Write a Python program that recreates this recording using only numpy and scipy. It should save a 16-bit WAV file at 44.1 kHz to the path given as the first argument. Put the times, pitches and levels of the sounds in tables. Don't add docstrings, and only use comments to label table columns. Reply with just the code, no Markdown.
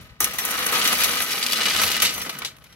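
import sys
import numpy as np
from scipy import signal
from scipy.fft import rfft, irfft
from scipy.io import wavfile
from scipy.ndimage import uniform_filter1d, map_coordinates

SR = 44100
rng = np.random.default_rng(int(sys.argv[2]) if len(sys.argv) > 2 else 0)


def rack_gain(trim_db):
    fader = np.asarray(trim_db, float)
    return 10 ** (fader / 20)


def generate_wav(signal):
    frames = np.transpose(np.atleast_2d(signal))
    scaled = np.clip(frames, -1, 1) * 32767
    pcm = np.round(scaled).astype(np.int16)
    wavfile.write(sys.argv[1], SR, pcm)


N = 121275


def unit(x):
    return x / np.sqrt(np.mean(x ** 2) + 1e-20)


def along(points, hz):
    f, v = np.transpose(points)
    return np.interp(np.log(hz + 1), np.log(f + 1), v)


def curves(rows):
    s, *cols = np.transpose(rows)
    return [np.interp(np.arange(N) / SR, s, c) for c in cols]


def wobble(rate):
    knots = rng.standard_normal(int(N * rate / SR) + 4)
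    return map_coordinates(knots, [np.arange(N) * rate / SR])


# frequency in Hz, left-right likeness from -1 to 1.
LIKENESS = [(60, 0.39), (180, 0.97), (550, 0.88), (1650, 0.45), (4970, 0.36), (15000, -0.38)]


def pair(spectrum, size):
    hz = np.fft.rfftfreq(size, 1 / SR)
    turn = np.arccos(np.clip(along(LIKENESS, hz), -1, 1)) / 2
    noise = rfft(rng.standard_normal((2, size))) * rack_gain(along(spectrum, hz))
    mid, side = irfft(noise * [np.cos(turn), np.sin(turn)], size)
    return unit(np.array([mid + side, mid - side]))


# time in seconds, level in dB.
GUST_LEVELS = [(0.0, -43), (0.09, -61), (0.12, -47), (0.17, -71), (0.21, -48), (0.49, -60), (0.81, -56),
               (1.21, -52.5), (1.24, -59), (1.62, -68), (1.76, -47), (1.78, -51), (1.87, -43.5),
               (1.94, -54), (2.24, -52.5), (2.27, -66), (2.65, -57), (2.75, -67)]
# frequency in Hz, level in dB per Hz.
WIND_SPECTRUM = [(13, -49), (22, -19), (39, -25), (54, 6), (113, -3), (170, -7), (220, -37), (370, -120)]
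# frequency in Hz, level in dB per Hz.
HUSH_SPECTRUM = [(88, -30), (150, -1), (244, -26), (1240, -23), (2140, -36), (2360, -32), (2810, -42),
                 (11500, -48), (16000, -53)]


def outdoors():
    gust_db, = curves(GUST_LEVELS)
    hush = rack_gain(-61 + 1.8 * wobble(9.8)) * pair(HUSH_SPECTRUM, N)
    wind = rack_gain(gust_db + 6 + 0.47 * wobble(22.37)) * pair(WIND_SPECTRUM, N)
    return hush + wind


# frequency in Hz, level in dB per Hz.
SLAB_SPECTRUM = [(59, -42), (100, -25), (123, -16), (215, 1.5), (341, -8.5), (500, -16.5), (650, -3),
                 (1100, -120)]


def slab(force_db):
    level_db = -45 + 0.51 * (force_db + 30.5)
    return rack_gain(level_db + 1.9 * wobble(18)) * pair(SLAB_SPECTRUM, N)


# time in seconds, pitch in Hz, level in dB.
BOOM = [(0, 200, -78), (.3, 201, -59), (1.2, 250.8, -54.5), (1.6, 220, -48.5), (1.8, 190, -47),
        (2.1, 200, -56.5), (2.4, 135.3, -48), (2.5, 139, -51), (2.56, 146, -74)]


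def drum():
    hz, db = curves(BOOM)
    width_hz = 30
    phase = 2 * np.pi * np.cumsum(hz) / SR
    return rack_gain(db) * unit(wobble(width_hz) * np.sin(phase) + wobble(width_hz) * np.cos(phase))


# start in seconds, length in seconds, level in dB, pitch in Hz.
AXLE_SQUEAKS = [
    (0.305, .015, -42, 5650),
    (0.412, 0.013, -35, 5640),
    (0.488, 0.011, -36, 5600),
    (1.321, 0.02, -34, 5620),
    (2.155, .025, -40, 6150),
    (2.208, 0.022, -36, 5680),
    (2.714, .035, -56, 5600),
]


def squeaks():
    t, out = np.arange(N) / SR, np.zeros((2, N))
    for s, length, db, hz in AXLE_SQUEAKS:
        phase = 2 * np.pi * np.cumsum(hz * (1 + 0.0063 * wobble(150))) / SR
        swell = np.exp(-((t - s - length / 2) / (1.05 * length)) ** 4) * rack_gain(db + 4.2 * wobble(120))
        octave = rack_gain(db + 31) ** 0.5 * np.sin(2 * phase + [[0], [2.4]])
        out += swell * (np.sin(phase + [[0], [1.2]]) + octave)
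    return out


FRAME_HZ, PARTS_HZ, CASTER_HZ = 1366, 4350, 10970


def chirps(count=720):
    per_s, life_s = 260, 0.007
    t, out = np.arange(3000) / SR, np.zeros((2, N + 3000))
    draw = rng.random((count, 6))
    for k, (gap, pitch, size, life, half, turn) in enumerate(draw):
        i = min(N, int((k + gap) / per_s * SR))
        hz = CASTER_HZ * (0.94 + 0.2 * pitch) / (2 if half < 0.12 else 1)
        u = t / (life_s * (0.57 + 0.95 * life))
        waver = 3 * turn * np.sin(400 * size * t)
        wave = np.sin(2 * np.pi * hz * t + waver + [[0], [6 * turn]])
        out[:, i:i + 3000] += rack_gain(-9 * size) * u * np.exp(1 - u * u) * wave
    return unit(out[:, :N])


def knock(spectrum, modes, modes_db, t60, centre_hz):
    t = np.arange(8192) / SR

    def lean(hz):
        return -3 * np.clip(np.log2(hz / centre_hz), -2.5, 2.5) ** 2

    decay = rack_gain(-60 * t / t60) + rack_gain(-60 * t / 0.0083)
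    ring = pair([(f, db + lean(f)) for f, db in spectrum], len(t)) * decay
    hz, width, db = np.transpose(modes)[:, :, None]
    level, sign, detune = rng.standard_normal((3, len(modes), 1))
    turn = np.arccos(np.clip(along(LIKENESS, hz), -1, 1)) * np.sign(sign)
    fade = rack_gain(db + lean(hz) + 1.86 * level) * np.exp(-np.pi * np.clip(width, 16, 90) * t)
    phase = 2 * np.pi * (hz + 0.17 * width * detune) * t
    sines = [fade * np.sin(phase + side * turn) for side in (0, 1)]
    tones = rack_gain(modes_db) * np.sum(sines, 1) / np.sqrt(len(modes))
    return (ring + tones) * (1 - np.exp(-t / 0.0003))


def rattle(spectrum, modes, modes_db, t60, per_s, centre_hz, count=6):
    out = np.zeros((2, N))
    for _ in range(count):
        size_db = np.minimum(3 * rng.exponential(size=N), 7) + 3 * wobble(14)
        hits = (rng.random(N) < per_s / count / SR) * rack_gain(size_db)
        ring = knock(spectrum, modes, modes_db, t60, centre_hz)
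        out += signal.fftconvolve(hits[None], ring, axes=1)[:, :N]
    return out / np.sqrt(uniform_filter1d(np.mean(out ** 2, 0), SR // 16) + 1e-12)


# frequency in Hz, width in Hz, level in dB.
FRAME_MODES = [(492, 18, -1.5), (795, 69, -1), (1264, 26.6, 3), (1504, 28, .5), (1820, 34, -0.5),
               (1988, 24, 0), (2376, 24, -2.5), (2565, 22, -5.5), (2893, 27.5, -0.5), (3002, 40, 0),
               (3360, 34, -4.5), (3620, 22, -13), (3929, 15, -7.5), (4610, 40, -2.5)]
# frequency in Hz, width in Hz, level in dB.
CASTER_MODES = [(5940, 93, -7), (8800, 33, -6), (10240, 58, -2), (11180, 82, 5), (11940, 70, 5),
                (15800, 83, -4)]
# frequency in Hz, level in dB per Hz.
BODY_SPECTRUM = [(180, -2), (300, -2), (1030, -6.5), (1260, -4.5), (1630, -8), (1960, -4.5), (2140, -5.5),
                 (4000, -3.5), (9000, -10.5), (11700, -23), (19800, -120)]
# frequency in Hz, level in dB per Hz.
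BRIGHT_SPECTRUM = [(3530, -37), (6000, 11), (6790, 0.5), (9160, -1.5), (9860, -1), (11700, 8), (13100, 0),
                   (14600, -2.5), (16000, 5)]
MODES_DB = 2.5
# time in seconds, rolling force in dB, caster jingle over it in dB,
# small parts over the frame in dB.
ROLLING_FORCE = [(0, -48, -2.5, -3.5), (.19, -69, -6, -20), (.22, -29.5, 4, -1), (.37, -40.5, -7, -2),
                 (.46, -32, 3, -7), (.62, -29, -0.5, -6), (.88, -24.5, -0.5, 2), (1.2, -28.5, 0, 1),
                 (1.27, -32.5, -1.5, 0.5), (1.32, -27.5, -1, 5), (1.44, -32.5, -0.5, 3),
                 (1.66, -23.5, -7.5, 4), (1.85, -25, -0.5, 3), (1.99, -29.5, -5.5, 6.5),
                 (2.07, -28, -21, 8), (2.13, -33.5, 3, 1.5), (2.46, -44, -5.5, -10),
                 (2.55, -62.5, 0, -16.5)]


def rolling():
    force_db, jingle_db, parts_db = curves(ROLLING_FORCE)
    bumps_db = force_db - 0.5
    grit_t60, grit_per_s = 0.065, 600
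    frame = rattle(BODY_SPECTRUM, FRAME_MODES, MODES_DB, grit_t60, grit_per_s, FRAME_HZ)
    frame = rack_gain(bumps_db - parts_db / 2 + wobble(25.76)) * frame
    parts = rattle(BODY_SPECTRUM, FRAME_MODES, MODES_DB, 0.44 * grit_t60, grit_per_s, PARTS_HZ)
    parts = rack_gain(bumps_db + parts_db / 2 + wobble(22.4)) * parts
    jingle = rattle(BRIGHT_SPECTRUM, CASTER_MODES, MODES_DB, 0.12, 270, CASTER_HZ)
    casters = rack_gain(bumps_db + jingle_db + 0.41 * wobble(14.4)) * (jingle + rack_gain(-8) * chirps())
    return frame + parts + casters + slab(force_db)


# start in seconds, peak in dB, bright part in dB, ring t60 in seconds, pitch in Hz.
SHARP_BLOWS = [
    (0.2037, -15.5, 0, 0.13, 1226),
    (0.2425, -13.5, 0, 0.057, 2270),
    (0.4503, -24, 3, 0.12, 1235),
    (2.4475, -16.5, -17, 0.15, 3925),
]
# start in seconds, peak in dB, bright part in dB,
# ring t60 in seconds, pitch in Hz.
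TURN_CLANKS = [(0.3353, -25.5, -5, 0.25, 1209), (0.384, -14, -5.5, 0.13, 1975),
               (0.4373, -25, -20, .04, 1990), (.507, -18.5, -3, 0.05, 1960),
               (.538, -14.5, -15, 0.046, 1300), (.578, -15.5, -22, 0.062, 2290),
               (0.6639, -16, 0, 0.041, 1280), (0.7261, -13.5, -11, 0.25, 1270),
               (0.8149, -10.5, -36, 0.11, 3185), (0.8513, -11, -13, 0.21, 3120),
               (.752, -11, -14, 0.15, 2500), (.874, -12.5, -5.5, 0.12, 2920), (.926, -10, -9, 0.065, 1306),
               (1.0913, -20, -3, 0.056, 1350), (1.2026, -9.5, -17, 0.048, 1524),
               (1.0026, -18, -2, 0.12, 2050), (1.035, -8, -9, 0.05, 2590), (1.041, -8.5, -6.5, .09, 3600),
               (1.014, -11, -17, 0.12, 2440), (1.2181, -18, -2.5, 0.18, 1324)]
# start in seconds, peak in dB, bright part in dB,
# ring t60 in seconds, pitch in Hz.
PUSH_CLANKS = [(1.3788, -24, -24, 0.06, 4680), (1.426, -7.5, -31, 0.046, 4610),
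               (1.4359, -12.5, -36, 0.069, 4700), (1.4632, -5, -24, 0.033, 4500),
               (1.4981, -14.5, -25, 0.048, 3900), (1.5207, -9.5, -15, 0.076, 4660),
               (1.5307, -7, -15, 0.055, 3400), (1.5718, -16, -50, 0.078, 4000),
               (1.6077, -14, -18, 0.083, 2890), (1.7817, -12.5, -23, 0.069, 2910),
               (1.632, -15, -20, .05, 4200), (1.659, -10.5, -15, 0.11, 2900), (1.681, -16, -14, .07, 3900),
               (1.71, -15, -18, .06, 1820), (1.747, -16, -15, 0.045, 3400), (1.794, -14, -18, 0.1, 4600),
               (1.815, -11.5, -6.5, 0.13, 1300), (1.834, -4, -14.5, 0.048, 2300),
               (1.9143, -12, -12.5, 0.1, 3340), (1.966, -9.5, -14, 0.028, 1800),
               (2.063, -23, -8, .07, 3600), (2.03, -23.5, -40, 0.28, 492), (2.268, -27, -40, 0.18, 496),
               (2.0003, -11, -23, 0.056, 2980), (2.0193, -4.5, -11, 0.052, 3130),
               (2.0242, -8, -5.5, 0.13, 2280), (2.05, -9.5, -12.5, 0.19, 3690),
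               (2.178, -17.5, -10, 0.044, 1170), (2.215, -18, -9, 0.059, 2400),
               (2.2623, -18.5, -23, .07, 1180), (2.3609, -41, -15, 0.038, 2350),
               (2.3866, -29, 1.5, .04, 1960), (2.2934, -13.5, -16, 0.055, 2340),
               (2.4187, -14.5, -26, 0.05, 1470), (2.5655, -36, -13, 0.033, 1900),
               (2.5842, -36.5, -14, 0.03, 1180), (2.615, -54, -15, 0.04, 2200),
               (2.6398, -36, -11, 0.066, 2140), (2.664, -41, -20, 0.088, 2480),
               (2.725, -36.5, -21, 0.061, 3200)]


def clanks():
    out, t = np.zeros((2, N + 8192)), np.arange(8192) / SR
    blows = [(*row, 0.00055) for row in SHARP_BLOWS]
    blows += [(*row, 0.0015) for row in TURN_CLANKS + PUSH_CLANKS]
    for s, db, bright_db, t60, hz, rise_s in blows:
        t60 = np.clip(t60, 0.02, 0.3)
        ping = rack_gain(-4.5 - 60 * t / t60) * np.sin(2 * np.pi * hz * t + [[0], [0.8]])
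        body = knock(BODY_SPECTRUM, FRAME_MODES, MODES_DB - 9.5, t60, hz)
        bright = rack_gain(bright_db + 10) * knock(BRIGHT_SPECTRUM, CASTER_MODES, MODES_DB, t60, CASTER_HZ)
        rise = 1 - np.exp(-t / rise_s)
        i = round(s * SR)
        out[:, i:i + 8192] += rack_gain(db - 8) * rise * (ping + body + bright)
    return out[:, :N]


# time in seconds, lateness of the left port in samples, the right port being as
PATH = [(0, -2.5), (.9, -2), (1.5, -1), (2.2, 2), (2.75, 1)]


def scene():
    late, = curves(PATH)
    jack = rolling() + clanks() + squeaks() + drum()
    ports = [map_coordinates(v, [np.arange(N) - way * late], order=5) for v, way in zip(jack, (1, -1))]
    return (np.array(ports) + outdoors()) * rack_gain([[0.97], [-0.97]])


def low_pass(x):
    return signal.sosfilt(signal.butter(12, 17000, fs=SR, output="sos"), x)


def record(dry):
    full, low_hz, top_hz = 0.95, 45, 15780
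    hz = np.fft.rfftfreq(N, 1 / SR)
    treble = np.clip((top_hz + 100 - hz) / 200, 0.008, 1) * (hz < 16700)
    bass = hz ** 2 / (hz ** 2 + low_hz ** 2)
    limited = full * np.tanh(dry / full)
    mix = irfft(rfft(limited) * treble * bass, N)
    return low_pass(mix)


dry = scene()
out = record(dry)
generate_wav(out)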